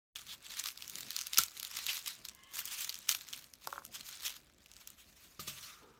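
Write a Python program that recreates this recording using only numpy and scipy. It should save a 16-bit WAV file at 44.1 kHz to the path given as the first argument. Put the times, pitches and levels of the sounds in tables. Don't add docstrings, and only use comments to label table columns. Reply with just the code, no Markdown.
import sys
import numpy as np
from scipy import signal
from scipy.fft import rfft, irfft, next_fast_len
from scipy.io import wavfile
from scipy.ndimage import uniform_filter1d, map_coordinates

SR = 44100
rng = np.random.default_rng(int(sys.argv[2]) if len(sys.argv) > 2 else 0)


def generate_wav(signal):
    frames = np.transpose(np.atleast_2d(signal))
    scaled = np.clip(frames, -1, 1) * 32767
    pcm = np.round(scaled).astype(np.int16)
    wavfile.write(sys.argv[1], SR, pcm)


N = 264379

# peak t/s, level/dB, rise/s, fall/s, treble vs level/dB
PUSHES = [(0.164, -44, 0.013, 0.066, -4), (.325, -47, 0.12, 0.047, -5), (.525, -49, .12, 0.065, -8),
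          (.592, -41.5, 0.078, 0.054, -7.5), (.672, -46.5, 0.065, 0.08, -1), (.84, -54, 0.15, 0.27, -3),
          (.985, -48, 0.084, 0.18, -3.5), (1.125, -47.5, 0.21, 0.27, -9), (1.265, -52.5, .1, 0.088, -9),
          (1.338, -44, 0.024, 0.041, -6.5), (1.418, -34, 0.063, 0.047, -3), (1.58, -57.5, 0.16, 0.1, 0),
          (1.658, -56.5, 0.021, 0.069, -6.5), (1.78, -43, 0.15, 0.16, -6.5),
          (1.893, -34.5, 0.073, 0.087, -7.5), (1.958, -40.5, 0.032, 0.082, -1.5),
          (2.083, -41, 0.058, .09, -6), (2.254, -52.5, .03, 0.06, -4), (2.545, -49.5, 0.022, 0.041, -6),
          (2.595, -39.5, 0.065, 0.04, -1), (2.66, -44.5, 0.049, 0.033, -12), (2.721, -40, 0.053, 0.11, -6),
          (2.82, -42.5, 0.17, 0.1, -0.5), (2.9, -53, 0.067, 0.093, -3), (3.096, -34.5, 0.014, 0.073, 1),
          (3.34, -51, 0.098, 0.18, -3.5), (3.633, -56, 0.034, 0.068, -7), (3.74, -58.5, 0.16, 0.17, 1),
          (3.95, -43, 0.025, 0.047, -4.5), (4.062, -46.5, 0.034, 0.081, -1.5),
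          (4.15, -49.5, 0.11, 0.11, -13.5), (4.264, -37, 0.065, 0.057, -4), (4.36, -52.5, 0.045, 0.052, -4)]
# peak t/s, level/dB, rise/s, fall/s, treble vs level/dB
BRUSHES = [(4.81, -62, 0.22, 0.33, -5), (5.004, -57, 0.041, 0.052, -2), (5.1, -64, 0.12, 0.16, -2),
           (5.245, -60.5, 0.16, 0.18, -2.5), (5.4, -47, 0.0065, 0.063, 0.5),
           (5.478, -39, 0.011, 0.048, -4.5), (5.56, -51.5, 0.19, 0.13, -3.5), (5.644, -48, 0.072, 0.18, -7)]
# t/s, level/dB
GRIP = [(.16, -64), (.39, -77.5), (.44, -56), (.75, -66), (1.55, -59), (2.15, -63.5), (2.35, -71),
        (3.0, -57.5), (3.25, -60), (3.55, -86), (4.0, -61.5), (4.5, -74.5), (5.99, -74)]
# t/s, brittleness/(0 to 1)
BRITTLENESS = [(3.9, 0.81), (4.72, 0.8), (4.98, 0.2)]
# f/Hz, level/dB
SKIN_SPECTRUM = [(300, -51), (900, -23.5), (1900, -7.5), (2700, -1), (3600, 2), (6300, -3), (8000, -7.5),
                 (10000, -11), (16000, -44.5)]
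# f/Hz, level/dB
EDGE_SPECTRUM = [(3000, -41), (6500, 7), (8300, 2), (10300, 1), (12500, 6), (15500, 4.5), (16200, -17.5),
                 (17000, -39)]
# f/Hz, level/dB
RUB_SPECTRUM = [(150, -32.5), (400, -9.5), (750, -5), (1000, 4), (1300, 6.5), (1800, 5.5), (2600, 5.5),
                (6000, -44)]
# t/s, level/dB, ringing f/Hz, treble vs level/dB
SNAPS = [(0.159, -33, 3450, -22), (0.595, -31.5, 7000, -10), (0.6393, -32.5, 3500, -2),
         (0.6585, -28, 3750, -13), (0.6696, -34.5, 4070, -2), (0.687, -33, 3400, -5),
         (0.7753, -39.5, 4200, -3.5), (0.823, -35, 3650, -12), (0.8787, -41, 5240, 0),
         (0.8976, -41.5, 4300, 6), (0.9556, -35.5, 4020, 0), (1.007, -36, 4270, -1),
         (1.1058, -30, 4500, -6), (1.1644, -24, 5040, -11), (1.1896, -27.5, 5040, -13),
         (1.2127, -30, 5460, -7), (1.2688, -34, 4800, 1.5), (1.333, -26, 3850, -8.5),
         (1.3448, -30, 4700, -6.5), (1.3742, -19.5, 5210, -12), (1.3831, -16, 5800, -4.5),
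         (1.386, -21, 4780, 5), (1.3871, -18, 5700, 0.5), (1.3894, -23.5, 4580, -10),
         (1.4357, -29, 5320, 1.5), (1.5985, -35.5, 4100, 0), (1.6297, -32.5, 3800, -0.5),
         (1.6495, -33.5, 3800, -3), (1.8657, -28, 3670, 1), (2.074, -35, 3700, -2), (2.079, -36.5, 4900, 5),
         (2.2516, -36, 5100, -5), (2.2865, -32.5, 6240, -19), (2.349, -52.5, 6300, 5),
         (2.4356, -51, 7400, -5), (2.655, -40.5, 6660, 8.5), (2.8458, -31.5, 4800, -4),
         (2.894, -27, 3900, -7), (2.9432, -34, 5900, -6), (2.9548, -38, 5800, -10), (2.9886, -49, 6600, 8),
         (3.0913, -16, 5930, -9.5), (3.114, -23.5, 4650, -8), (3.1484, -27, 3840, -20),
         (3.2869, -39, 5330, -7), (3.3291, -34, 5700, -14), (3.3341, -31.5, 3500, -14),
         (3.4425, -48, 4600, -2), (3.537, -43, 4900, -2), (3.6726, -31.5, 5650, -5),
         (3.851, -40.5, 6500, 2.5), (4.0093, -36, 4260, -12), (4.6603, -49, 2520, -6.5),
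         (4.7156, -44, 6700, -20), (4.7367, -50, 6940, -22), (4.766, -44.5, 6300, -14),
         (4.8738, -40.5, 6300, 0.5)]
# f/Hz, level/dB
SNAP_SPECTRUM = [(150, -26), (700, -38.5), (1300, 4), (1900, -4.5), (3000, 6.5), (6500, 3.5), (8500, -3),
                 (12000, -20), (17000, -88.5)]
# t/s, pop level/dB, thud level/dB
ROOT_BREAKS = [(1.3853, -18, -44.5), (3.091, -38.5, -76)]
# f/Hz, level/dB, time to fade 60 dB/s
HOLLOW_TONES = [(1327, 0.5, 0.032), (1468, -7, 0.045), (1347, -21, 0.17)]
# t/s, level/dB, knock f/Hz
BOUNCES = [(3.6731, -24, 970), (3.7277, -24.5, 1160), (3.7591, -34, 1230), (3.7798, -26.5, 1250),
           (3.7948, -43, 1300), (3.8203, -41, 1140)]
# f/Hz, level/dB, time to fade 60 dB/s
BOARD_TONES = [(375, -6, 0.16), (560, 6, 0.13), (900, 2, 0.09), (1090, 12, 0.069), (1345, 23.5, 0.019)]
# start t/s, length/s, level/dB, ringing f/Hz
TEARS = [(0.278, 0.079, -47, 3440), (0.595, 0.0046, -28, 6850), (0.628, 0.054, -55.5, 1230),
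         (1.879, 0.034, -34.5, 2800)]
# peak t/s, level/dB, rise/s, fall/s
SQUEAKS = [(2.441, -62, 0.27, 0.67)]
# f/Hz, pitch blur/Hz, level/dB
SQUEAK_TONES = [(1070, 38, -2), (1706, 45, -7), (2090, 51, -2), (3030, 220, -1.5)]
# t/s, level/dB
BUMPS = [(5.3936, -44), (5.4759, -46.5)]
# f/Hz, level/dB, time to fade 60 dB/s
COUNTER_TONES = [(87.5, -16, 0.64), (141.7, -10, 0.5), (193.3, -9, 0.24), (350, 11, 0.011), (610, -22.5, 1),
                 (1220, 5, 0.051)]
# t/s, scrape level/dB, drag level/dB
SLIDING = [(5.5, -80, -93), (5.7, -62, -101.5), (5.79, -67, -77), (5.83, -67.5, -61), (5.99, -71.5, -70)]
# f/Hz, level/dB
SCRAPE_SPECTRUM = [(700, -28.5), (1050, -13.5), (1240, 1), (1450, -6), (3000, -38.5)]
# f/Hz, level/dB
DRAG_SPECTRUM = [(150, -8), (300, -7), (390, -0.5), (480, 1.5), (600, -21.5), (950, -6), (2000, -41)]
# peak t/s, level/dB, rise/s, fall/s
NUDGES = [(1.06, -66, .35, .08), (3.9, -70, 0.38, .4), (4.4, -69, 0.067, 0.06), (4.6, -73, .12, 0.098)]
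# f/Hz, level/dB
HANDS_SPECTRUM = [(40, -16.5), (110, 1), (280, -1), (450, -11), (700, -7.5), (1200, -53), (4000, -48)]
# f/Hz, time to fade 60 dB/s
ECHO_TIMES = [(200, 0.2), (1500, 0.15), (6000, 0.16), (15000, 0.079)]
# f/Hz, level/dB
AIR_SPECTRUM = [(20, -27.5), (33, 9), (48, 8), (80, 6), (150, -17), (400, -7), (1000, -13), (3000, -20.5),
                (7000, -44.5), (16000, -93)]


def rustle(level_db, treble_db):
    brittle = curves(BRITTLENESS)[0]
    grain = tiny_cracks(per_s=630, spread_db=9.5, fade_s=0.00093, smooth_share=1 - .5 * brittle)
    grain *= amp(1.67 * wobble(60))
    sheet = amp(level_db - 1.27) * grain * flake_noise(SKIN_SPECTRUM, patchy_db=3.0)
    edges = amp(treble_db) * grain * flake_noise(EDGE_SPECTRUM, patchy_db=3.5)
    rub_db = -8.5 - 0.29 * (level_db + 53)
    rubbing = unit(colour(grain * rng.standard_normal(N), RUB_SPECTRUM))
    return sheet + edges + amp(level_db + rub_db - 2.7 * (1 - brittle)) * rubbing


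def rustle_levels(grip_treble_db=-9):
    power = amp(curves(GRIP)[0]) ** 2
    treble = power * amp(grip_treble_db) ** 2
    for s, db, rise, fall, treble_db in PUSHES + BRUSHES:
        push = swell(s, db, rise, fall)
        power += push
        treble += push * amp(treble_db) ** 2
    return 10 * np.log10(power), 10 * np.log10(treble)


def tiny_cracks(per_s, spread_db, fade_s, smooth_share):
    sizes = amp(spread_db * np.minimum(rng.exponential(size=N), 3.4))
    cracks = (rng.random(N) < per_s / SR) * sizes ** 2
    power = signal.lfilter([1], [1, -np.exp(-1 / (fade_s * SR))], cracks)
    return np.sqrt(smooth_share + (1 - smooth_share) * power / power.mean())


def flake_noise(spectrum, patchy_db):
    bands = signal.stft(rng.standard_normal(N), nperseg=256)[2]
    patches = uniform_filter1d(rng.standard_normal(bands.shape), size=5, axis=0)
    patches = uniform_filter1d(patches, size=9, axis=1)
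    patchy = signal.istft(bands * amp(patchy_db * unit(patches)))[1][:N]
    return unit(colour(patchy, spectrum))


def snaps():
    body, edge, flake = np.zeros((3, N))
    t = np.arange(SR // 25) / SR
    ms = SR // 1000
    sized = lambda x: x / np.sqrt(np.sum(x[:3 * ms] ** 2) / ms)
    crack = 3 * (np.arange(len(t)) == ms // 2)
    splinters = amp(-60 * t / 0.0063) + amp(-13.5 - 60 * t / 0.021)
    for s, db, hz, treble_db in snap_clusters():
        flake_force, skin_force = crack + splinters * rng.standard_normal((2, len(t)))
        ringing = signal.lfilter(*signal.iirpeak(hz, 3.5, SR), flake_force)
        add(body, s, amp(db - 5.5) * sized(skin_force))
        add(edge, s, amp(db + treble_db) * sized(skin_force))
        add(flake, s, amp(db - 2.5) * sized(ringing))
    return colour(body, SNAP_SPECTRUM) + colour(edge, EDGE_SPECTRUM) + flake


def snap_clusters(mean_delay_s=.011):
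    rows = list(SNAPS)
    for s, db, hz, treble_db in SNAPS:
        lead_s = 0.0032 * rng.uniform(.5, 1.2)
        rows.append((s - lead_s, db - 19, hz, treble_db))
        for delay in rng.exponential(mean_delay_s, 2):
            after_db = db - 14 + 2.5 * rng.standard_normal()
            after_hz = hz * np.exp(.2 * rng.standard_normal())
            rows.append((s + delay, after_db, after_hz, treble_db))
    return rows


def root_breaks():
    out = np.zeros(N)
    t = np.arange(SR // 5) / SR
    sinking_hz = 75 + 520 * np.exp(-t / 0.0073)
    thud = np.sin(2 * np.pi * np.cumsum(sinking_hz) / SR) * amp(-60 * t / 0.14)
    for s, pop_db, thud_db in ROOT_BREAKS:
        add(out, s, amp(pop_db) * ring(HOLLOW_TONES, attack_s=.002))
        add(out, s, amp(thud_db) * thud)
    return out


def falling_clove():
    out = np.zeros(N)
    t = np.arange(SR // 20) / SR
    onset = (1 - np.exp(-t / 0.00086)) ** 2
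    for s, db, hz in BOUNCES:
        knock = np.sin(2 * np.pi * hz * t) * onset * amp(-60 * t / 0.0043)
        add(out, s, amp(db + 15.5) * knock)
        add(out, s, amp(db - 32.5) * ring(BOARD_TONES, attack_s=0.0011))
    return out


def flake_ticks(level_db, count=560):
    out = np.zeros(N)
    t = np.arange(SR // 100) / SR
    size = amp(np.clip(level_db, -68, -51) + 17) * curves(BRITTLENESS)[0]
    for sample, (pitch, strength) in zip(rng.integers(N, size=count), rng.standard_normal((count, 2))):
        hz = 5200 * np.exp(.35 * pitch)
        tone = np.sin(2 * np.pi * hz * t) + 0.32 * rng.standard_normal(len(t))
        tick = np.gradient(tone) * amp(-60 * t / 0.0029)
        add(out, sample / SR, size[sample] * amp(2.5 * min(strength, 1.3)) * tick)
    return out


def tears(fibres_per_s=4000):
    out = np.zeros(N)
    for s, length, db, hz in TEARS:
        arch = np.sin(np.linspace(0, np.pi, round(length * SR)))
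        fibres = rng.standard_normal(len(arch)) * (rng.random(len(arch)) < fibres_per_s / SR)
        strip = signal.lfilter(*signal.iirpeak(hz, 5.5, SR), fibres)
        add(out, s, amp(db) * arch * unit(strip))
    return out


def squeak(climb_per_s=0.19):
    out = np.zeros(N)
    for s, db, rise, fall in SQUEAKS:
        climb = 1 + climb_per_s * (np.arange(N) / SR - s)
        tones = np.zeros(N)
        for hz, blur_hz, tone_db in SQUEAK_TONES:
            flicker = amp(tone_db + 3.5 * wobble(70))
            phase = np.cumsum(2 * np.pi * hz * climb / SR) + drift(blur_hz, N)
            tones += flicker * np.sin(phase)
        out += np.sqrt(swell(s, db, rise, fall)) * unit(tones)
    return out


def counter():
    out = np.zeros(N)
    t = np.arange(SR // 10) / SR
    for s, db in BUMPS:
        add(out, s, amp(db) * ring(COUNTER_TONES, attack_s=.0012))
        rattle = colour(rng.standard_normal(len(t)), SNAP_SPECTRUM)
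        add(out, s, amp(-45 - 60 * t / 0.071) * rattle)
    scrape_db, drag_db = curves(SLIDING)
    scrape = amp(scrape_db) * noise(SCRAPE_SPECTRUM)
    drag = amp(drag_db) * noise(DRAG_SPECTRUM)
    is_sliding = np.arange(N) / SR > SLIDING[0][0]
    return out + is_sliding * (scrape + drag)


def hands():
    power = amp(-77) ** 2 + sum(swell(*nudge) for nudge in NUDGES)
    return np.sqrt(power) * amp(2.5 + 2.6 * wobble(32)) * noise(HANDS_SPECTRUM)


def kitchen_echo(x):
    hz, t, bands = signal.stft(rng.standard_normal(SR // 2), SR, nperseg=256)
    tail = signal.istft(bands * amp(-60 * t / along(ECHO_TIMES, hz)[:, None]))[1]
    delayed = np.pad(tail, (SR // 250, 0))
    return signal.fftconvolve(x, delayed / np.linalg.norm(tail))[:N]


def amp(db):
    return 10 ** (np.asarray(db) / 20)


def unit(x):
    return x / np.sqrt(np.mean(x ** 2) + 1e-20)


def along(points, hz):
    f, values = np.transpose(points)
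    return np.interp(np.log(hz + 1), np.log(f + 1), values)


def curves(rows):
    s, *columns = np.transpose(rows)
    return [np.interp(np.arange(N) / SR, s, column) for column in columns]


def swell(s, db, rise, fall):
    t = np.arange(N) / SR - s
    from_peak = np.maximum(-t / rise, t / fall)
    return amp(db - 20 * np.minimum(from_peak, 10)) ** 2


def wobble(per_s):
    points = rng.standard_normal(int(N * per_s / SR) + 4)
    return map_coordinates(points, [np.arange(N) * per_s / SR])


def drift(blur_hz, samples):
    return np.cumsum(rng.standard_normal(samples)) * np.sqrt(2 * np.pi * blur_hz / SR)


def ring(tones, attack_s, blur_hz=12):
    t = np.arange(SR // 2) / SR
    out = np.zeros(len(t))
    for hz, db, fade_s in tones:
        out += amp(db - 60 * t / fade_s) * np.sin(2 * np.pi * hz * t + drift(blur_hz, len(t)))
    return out * (1 - np.exp(-t / attack_s))


def add(track, s, sound):
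    part = track[round(s * SR):][:len(sound)]
    part += sound[:len(part)]


def colour(x, spectrum, size=8192):
    gains = amp(along(spectrum, np.fft.rfftfreq(size, 1 / SR)))
    cepstrum = irfft(np.log(gains))
    cepstrum[1:size // 2] *= 2
    cepstrum[size // 2 + 1:] = 0
    response = irfft(np.exp(rfft(cepstrum)))
    return signal.fftconvolve(x, response / np.linalg.norm(response))[:len(x)]


def noise(spectrum):
    return unit(colour(rng.standard_normal(N), spectrum))


def scene():
    level_db, treble_db = rustle_levels()
    skins = rustle(level_db, treble_db) + flake_ticks(level_db) + snaps() + tears() + squeak()
    near = skins + root_breaks() + falling_clove() + counter() + hands()
    echo = amp(-16.5) * kitchen_echo(near)
    air = amp(-73) * noise(AIR_SPECTRUM)
    return (near + echo + air)[None]


def record(dry):
    start_s, bass_hz, top_hz = .153, 36.0, 16900
    live = dry * (np.arange(N) / SR > start_s)
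    size = next_fast_len(N + SR // 2)
    hz = np.fft.rfftfreq(size, 1 / SR)
    bass_cut = hz ** 8 / (hz ** 8 + bass_hz ** 8)
    return irfft(rfft(live, size) * bass_cut * (hz < top_hz), size)[:, :N]


dry = scene()
out = record(dry)
generate_wav(out)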